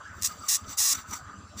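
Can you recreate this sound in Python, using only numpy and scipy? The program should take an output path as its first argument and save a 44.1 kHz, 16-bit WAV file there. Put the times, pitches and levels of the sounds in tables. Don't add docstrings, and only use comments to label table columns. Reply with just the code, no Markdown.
import sys
import numpy as np
from scipy import signal
from scipy.fft import rfft, irfft
from scipy.io import wavfile
from scipy.ndimage import uniform_filter1d

SR = 44100
rng = np.random.default_rng(int(sys.argv[2]) if len(sys.argv) > 2 else 0)


def to_wav(s):
    ch = np.atleast_2d(s).T
    pcm = np.round(np.clip(ch, -1, 1) * 32767)
    wavfile.write(sys.argv[1], SR, pcm.astype(np.int16))


def attenuation_scalar(level_db):
    decades = np.asarray(level_db, float) / 20
    return 10 ** decades


N = 70560

# (frequency [Hz], density [dB/Hz])
CLICK_SPECTRUM = [(500, -34), (1500, -23), (3150, -26), (6100, 0), (9500, -11), (12400, -23), (15000, -10),
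                  (16000, -14)]
# (frequency [Hz], T60 [s], level [dB])
PART_RINGS = [(1950, .03, -15), (2750, .025, -18), (3750, .02, -11), (4200, .02, -11), (4980, .02, -5),
              (5770, .03, -1), (6400, .025, -4), (6930, .03, -1), (7570, .035, -2), (8280, .025, -4),
              (9790, .015, -8), (11400, .015, -14), (14600, .025, -6.5), (15250, .025, -7)]
# (frequency [Hz], width [Hz], level [dB])
TABLE_AND_HOUSING_RINGS = [(830, 630, -18.5), (1110, 190, -4), (1890, 460, -3), (2684, 410, -2.5), (3560, 390, 2),
                           (4070, 480, 3), (5005, 470, 8.5), (5455, 260, 9), (5830, 454, 12.5), (6410, 450, 11),
                           (6887, 260, 13), (7646, 350, 12.5), (8320, 390, 8.5),
                           (9030, 490, 1), (9710, 470, 6), (10220, 380, 2.5), (11030, 450, 1), (11550, 600, -1.5),
                 (12650, 700, -13), (13300, 280, -1), (13900, 300, 0), (14500, 330, 6.5), (15200, 320, 6.5)]
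ECHO_DB, ECHO_GAP_S, ECHO_HOLD_S, ECHO_T60_S = .5, .0007, .0027, .006
RING_DB = 7
ROOM_DB, ROOM_T60_S = -7, 0.092


def spark():
    size = 4096
    t = np.arange(size) / SR
    window = np.clip(2 * t / ECHO_GAP_S - 1, 0, 1) * attenuation_scalar(-60 * np.maximum(t - ECHO_HOLD_S, 0) / ECHO_T60_S)
    room = rng.standard_normal(size) * attenuation_scalar(-60 * t / ROOM_T60_S)
    click = causal(shade(CLICK_SPECTRUM, 1024))
    paths = unit_energy(window * rng.standard_normal(size)) + attenuation_scalar(ROOM_DB) * unit_energy(room)
    echoes = unit_energy(np.convolve(paths, click)[:size])

    parts = 0
    for hz, t60_s, db in PART_RINGS:
        parts = parts + attenuation_scalar(db - 60 * t / t60_s) * np.sin(2 * np.pi * (hz * t + rng.random()))
    ringing = unit_energy((window + 0.25 * (t > ECHO_GAP_S)) * parts)

    tail = attenuation_scalar(ECHO_DB) * unit_energy(echoes + attenuation_scalar(RING_DB) * ringing)
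    raw = tail - unit_energy(np.r_[click, np.zeros(size - 1024)])

    f = np.fft.rfftfreq(size, 1 / SR)
    colour = 0
    for hz, width_hz, db in TABLE_AND_HOUSING_RINGS:
        colour = colour + attenuation_scalar(2 * db) / (1 + (2 * (f - hz) / width_hz) ** 2) ** 2
    own = uniform_filter1d(uniform_filter1d(abs(rfft(raw)) ** 2, size=14), size=14)
    correction = causal(np.sqrt(colour / (own + 1e-3 * own.mean())))
    return -unit_energy(np.convolve(raw, correction)[:size])


# (first spark [s], length [s], level [dB], hiss lead-in [s], fade-out [s])
ARC_TIMES = [
    (.2457, .001, -21.5, .008, .0002),
    (.4855, .0733, -24, .0045, .001),
    (.7827, .1516, -24, .013, .001),
]
# (time [s], rate [1/s])
BREAKDOWN_RATE = [(.4855, 620), (.5, 640), (.507, 900), (.528, 950), (.536, 720), (.55, 640), (.559, 490),
                  (.7827, 700), (.80, 780), (.85, 820), (.90, 740), (.92, 580), (.935, 520)]
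# (time [s], level re LONE_DB [dB])
LONE_SPARKS = [(0.2153, -20), (0.2229, -3), (.2324, -1.5), (.2469, -5), (.2485, -2), (.2501, -1),
               (.2516, -6), (.2531, -6), (.2546, -5), (.2563, -4), (.2581, -3), (.2599, -2), (.2618, -3),
               (.2637, -3), (.2656, -8), (.2685, -11), (0.2722, -3), (.5607, -10), (.5639, -4), (.5678, -7),
               (1.1105, -17)]
LONE_DB = -20.5
UNEVEN, SPARK_SPREAD_DB = .15, 1.3
STRIKE_DB, STRIKE_S = 1, .005
LEAD_DB, ARC_HISS_DB = -8, -14


def arcs():
    train, t = np.zeros(N), np.arange(N) / SR
    count = np.cumsum(along(BREAKDOWN_RATE)) / SR
    for start, length, db, lead, fade in ARC_TIMES:
        luck = rng.standard_normal((200, 2))
        turns = np.r_[0, np.cumsum(np.exp(UNEVEN * luck[1:, 0]))] + count[round(start * SR)]
        s = np.interp(turns, count, t) - start

        spark_db = db + STRIKE_DB * np.exp(-s / STRIKE_S) + SPARK_SPREAD_DB * luck[:, 1]
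        size = np.clip(1 + (length - s) / fade, 0, 1) * attenuation_scalar(spark_db)
        rate = np.interp(start + s, *np.transpose(BREAKDOWN_RATE))
        np.add.at(train, ((start + s) * SR).astype(int), size * np.sqrt(SR / rate))

        hiss_s = [-lead, -lead / 2, 0, .0005, length, length + fade]
        hiss_gain = [0, attenuation_scalar(LEAD_DB + 2.0), attenuation_scalar(LEAD_DB), attenuation_scalar(ARC_HISS_DB), attenuation_scalar(ARC_HISS_DB), 0]
        hiss = np.interp(t - start, hiss_s, hiss_gain)
        train += attenuation_scalar(db) * hiss * rng.standard_normal(N)
    for s, db in LONE_SPARKS:
        train[round(s * SR)] += attenuation_scalar(LONE_DB + db) * 8
    return signal.oaconvolve(train, spark())[:N]


# (time [s], level [dB])
FIZZ_LEVELS = [
    [(.15, -68), (.21, -53.5), (.29, -41.5), (.37, -56), (.41, -54), (.475, -43.5), (.58, -45), (.63, -62)],
    [(.63, -61), (.676, -55.5), (.692, -42), (.73, -40), (.765, -55.5), (.94, -39), (1.0, -42.5),
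     (1.05, -63.5)],
    [(1.05, -66), (1.09, -51), (1.105, -51), (1.165, -41), (1.21, -58.5), (1.3, -100), (1.56, -70),
     (1.575, -44.5), (1.6, -36)],
]
# (frequency [Hz], width [Hz], level [dB])
FIZZ_BANDS = [(2060, 920, -5.5), (2935, 290, -7.5), (3640, 620, -5), (4664, 710, -0.5), (5750, 300, 3.5),
              (6250, 310, 3), (7140, 280, 3), (7630, 420, 5), (8640, 500, -9), (10140, 1140, -14.5),
              (12060, 800, -16.5), (13300, 300, -26), (14550, 380, -7.5), (15350, 500, -4)]
# (peak [s], half width [s], level [dB])
FIZZ_FLARES = [
    (.953, .006, -31.5),
    (1.112, 0.0021, -49),
    (1.125, 0.024, -43.5),
    (1.137, 0.0045, -32.5),
    (1.581, 0.0023, -53),
]
# (frequency [Hz], width [Hz], level [dB])
FLARE_BANDS = [(1300, 650, -4), (2280, 510, -7), (3660, 890, -7.5), (5894, 250, 11), (7320, 1430, -1.5),
               (14900, 2500, -9.5)]
FIZZ_PATCH_DB, FIZZ_BED_DB = 2.6, -30


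def fizz():
    hiss = patchy(FIZZ_BANDS, FIZZ_PATCH_DB, 29) + attenuation_scalar(FIZZ_BED_DB) * rng.standard_normal(N)
    t = np.arange(N) / SR
    level = 0
    for table in FIZZ_LEVELS:
        level = level + attenuation_scalar(along(table)) * (t >= table[0][0]) * (t <= table[-1][0])
    return level * hiss + bumps(FIZZ_FLARES) * patchy(FLARE_BANDS, 0.63, 89)


FIRING_LEVELS = [-48, -50, -45.5, -43.5, -40.5, -45, -62, -43.5, -56, -62, -55, -38.5, -45, -51, -46, -71,
                 -49, -44.5, -63, -40, -47, -47, -41.5, -59, -41.5, -42, -45, -40]
FIRST_FIRING_S, FIRING_S, THUD_HZ, THUD_S = -0.0052, .0581, 87, 0.0095


def engine_thuds():
    t, thuds = np.arange(N) / SR, np.zeros(N)
    for k, db in enumerate(FIRING_LEVELS):
        u = t - FIRST_FIRING_S - k * FIRING_S
        thuds -= attenuation_scalar(db) * np.exp(-.5 * (u / THUD_S) ** 2) * np.cos(2 * np.pi * THUD_HZ * u)
    return thuds


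# (time [s], level [dB], upper whine re whir [dB], whir frequency [Hz])
WHIR_TRACK = [(0.0, -46.5, -5.5, 1286), (0.026, -44, -11, 1202), (0.044, -51.5, 7, 1330),
              (0.28, -51, -10.5, 1165), (0.298, -41, -13, 1265), (0.378, -53, -2.5, 1240),
              (0.45, -44.5, -16.5, 1240), (0.53, -50, -21, 1100), (0.664, -49, -8, 1327),
              (0.86, -46.5, -16, 1144), (0.918, -48.5, -52, 1095), (0.948, -44, 2, 1300),
              (1.09, -53, -5, 1296), (1.14, -39, -26, 1243), (1.188, -49.5, -5, 1282),
              (1.282, -47.5, -3, 1242), (1.514, -59.5, -5, 1177), (1.6, -49.5, -10, 1222)]
# (frequency [Hz], width [Hz], level [dB])
WHIR_BODY = [(609, 186, -11.5), (846, 115, -13), (1115, 364, -6), (1240, 140, -3.5), (1351.7, 37, 0)]
# (frequency [Hz], width [Hz], level [dB])
WHINE_BANDS = [(1476, 75, 4.5), (1590, 334, -5)]
WHIR_WIDTH_HZ, WHIR_BODY_DB = 95, -0.5
WHIR_THROB_DB, WHIR_PATCH_DB = 1.5, 4


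def engine_whir():
    t = np.arange(N) / SR
    throb_db = WHIR_THROB_DB * np.cos(2 * np.pi * (t - FIRST_FIRING_S - .015) / FIRING_S)
    gliding = evened(glide(rng.standard_normal(N), along(WHIR_TRACK, column=3), WHIR_WIDTH_HZ))
    whir = evened(gliding + attenuation_scalar(WHIR_BODY_DB) * patchy(WHIR_BODY, WHIR_PATCH_DB, 15.5))
    whine = attenuation_scalar(along(WHIR_TRACK, column=2)) * patchy(WHINE_BANDS, WHIR_PATCH_DB, 3.7)
    return attenuation_scalar(along(WHIR_TRACK) + throb_db) * (whir + whine)


# (peak [s], half width [s], level [dB])
EXHAUST_PUFFS = [(.10, 0.027, -57.5), (.21, 0.021, -52.5), (.30, 0.041, -57), (.42, 0.046, -56.5),
                 (.635, 0.032, -53), (.695, 0.025, -55.5), (.96, 0.035, -51.5), (1.125, 0.031, -46.5),
                 (1.34, 0.049, -52), (1.43, 0.041, -60), (1.575, 0.029, -51.5)]
# (frequency [Hz], width [Hz], level [dB])
PIPE_RINGS = [(193, 72, -1), (223, 123, -4), (284.7, 25.6, -1), (405, 63, -12.5)]


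def exhaust():
    return bumps(EXHAUST_PUFFS) * patchy(PIPE_RINGS, 3.5, 20)


# (peak [s], half width [s], level [dB], frequency [Hz], width [Hz])
FAR_HOOTS = [(.022, 0.0037, -42.5, 1240, 90), (.05, 0.038, -61.5, 3050, 900),
             (0.062, 0.005, -48, 1620, 120), (.074, 0.0018, -44, 1560, 200), (.11, 0.04, -49.5, 1580, 413),
             (.31, 0.011, -48, 1239, 101), (0.397, 0.0038, -47.5, 7700, 400), (.42, 0.013, -55, 4720, 150),
             (0.441, 0.0078, -43, 1222, 100), (.648, 0.0048, -56, 3300, 900), (0.814, 0.01, -49, 834, 50),
             (.905, 0.017, -44, 1112, 70), (.953, 0.0036, -46, 1355, 120), (1.138, 0.0072, -43, 904, 80),
             (1.138, .008, -48.5, 2000, 140), (1.29, 0.044, -54, 1580, 452), (1.54, .02, -56, 614, 158),
             (.18, 0.033, -68, 14900, 900), (.19, 0.022, -54, 1710, 300), (1.2, .02, -56.5, 747, 200),
             (.71, .025, -47.5, 5980, 600)]


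def hoots():
    out = 0
    for s, half_s, db, hz, width_hz in FAR_HOOTS:
        tone = signal.hilbert(rings(rng.standard_normal(N), [(hz, width_hz, 0)], order=2))
        out = out + bumps([(s, half_s, db)]) * evened(tone.real / np.sqrt(abs(tone) + 1e-9))
    return out


# (frequency [Hz], density [dB/Hz])
ROOM_SPECTRUM = [(18, -48), (30, -3.5), (86, 0.5), (483, -12), (1240, -16), (2100, -15), (7390, -19.5),
                 (8640, -33.5), (15800, -47)]
ROOM_NOISE_DB, WASH_PATCH_DB = -56.5, 4.5


def wash():
    noise = irfft(rfft(rng.standard_normal(N)) * shade(ROOM_SPECTRUM, N), N)
    z = signal.stft(noise, nperseg=512)[2]
    patches = uniform_filter1d(rng.standard_normal(z.shape), size=6, axis=0)
    patches = evened(uniform_filter1d(patches, size=9, axis=1))
    patched = signal.istft(z * attenuation_scalar(WASH_PATCH_DB * patches), nperseg=512)[1][:N]
    return attenuation_scalar(ROOM_NOISE_DB) * evened(patched)


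# (frequency [Hz], width [Hz], level [dB])
ROOM_BANDS = [(4703, 92, -65), (6100, 71, -63.5), (7360, 450, -66), (9380, 340, -84.5), (15000, 540, -90)]


def room_noise():
    bands = 0
    for ring in ROOM_BANDS:
        bands = bands + attenuation_scalar(20 + 2.5 * drift(12)) * rings(rng.standard_normal(N), [ring], order=2)
    return wash() + bands + hoots()


# (peak [s], half width [s], level [dB])
CHANNEL_SLIPS = [
    (.221, .004, -15),
    (.490, .005, -6),
]
SIDE_DB, SIDE_HISS_DB = -22, -91


def channel_difference(mid):
    scatter = np.convolve(mid, evened(rng.standard_normal(100)) / 10)[:N]
    band = signal.sosfilt(signal.butter(6, [4000, 10500], "band", fs=SR, output="sos"), scatter)
    return attenuation_scalar(SIDE_DB) * wash() + attenuation_scalar(SIDE_HISS_DB) * rng.standard_normal(N) + bumps(CHANNEL_SLIPS) * band


def evened(x):
    return x / np.sqrt(np.mean(x ** 2) + 1e-20)


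def unit_energy(x):
    return x / np.linalg.norm(x)


def along(points, column=1):
    points = np.transpose(points)
    return np.interp(np.arange(N) / SR, points[0], points[column])


def shade(points, size):
    f, db = np.transpose(points)
    return attenuation_scalar(np.interp(np.log(np.fft.rfftfreq(size, 1 / SR) + 1), np.log(f + 1), db))


def causal(gain):
    log_gain = np.log(gain + 1e-5)
    spectrum = np.conj(signal.hilbert(np.r_[log_gain, log_gain[-2:0:-1]]))
    return irfft(np.exp(spectrum[:len(gain)]))


def rings(x, table, order=1):
    out = 0
    for k, (hz, width_hz, db) in enumerate(table):
        b, a = signal.iirpeak(min(hz, 20000), hz / width_hz, SR)
        y = x
        for _ in range(order):
            y = signal.lfilter(b, a, y)
        out = out + (-1) ** k * attenuation_scalar(db) * y
    return out


def drift(rate_hz):
    return evened(signal.lfilter(*signal.butter(2, rate_hz, fs=SR), rng.standard_normal(N)))


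def patchy(table, depth_db, rate_hz):
    out = 0
    for ring in table:
        out = out + attenuation_scalar(depth_db * drift(rate_hz)) * rings(rng.standard_normal(N), [ring], order=2)
    return evened(out)


def bumps(table):
    t = np.arange(N) / SR
    return sum(attenuation_scalar(db) * np.exp(-.5 * ((t - s) / half_s) ** 2) for s, half_s, db in table)


def glide(x, hz, width_hz):
    turn = np.exp(2j * np.pi * np.cumsum(hz) / SR)
    r = np.exp(-np.pi * width_hz / SR)
    return (turn * signal.lfilter([(1 - r) ** 2], [1, -2 * r, r * r], x / turn)).real


ARC_TRIM_DB, DUCK_DB = 0.5, -2


def scene():
    sparks = attenuation_scalar(ARC_TRIM_DB) * arcs()
    loudness = np.clip(uniform_filter1d(abs(sparks), size=2600) / 0.064, 0, 1)
    gap = sparks + fizz()
    engine = engine_thuds() + engine_whir() + exhaust()
    mid = gap + attenuation_scalar(DUCK_DB * loudness) * (engine + room_noise())
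    side = channel_difference(mid)
    return np.array([mid + side, mid - side])


def top_cut(x):
    return signal.sosfilt(signal.butter(12, 16630, fs=SR, output="sos"), x)


def record(dry):
    edge_hz = 15450
    lowpass = signal.firwin(601, edge_hz, window=("kaiser", 8), fs=SR)
    limited = signal.oaconvolve(dry, lowpass[None], "same")
    return top_cut(limited)


dry = scene()
out = record(dry)
to_wav(out)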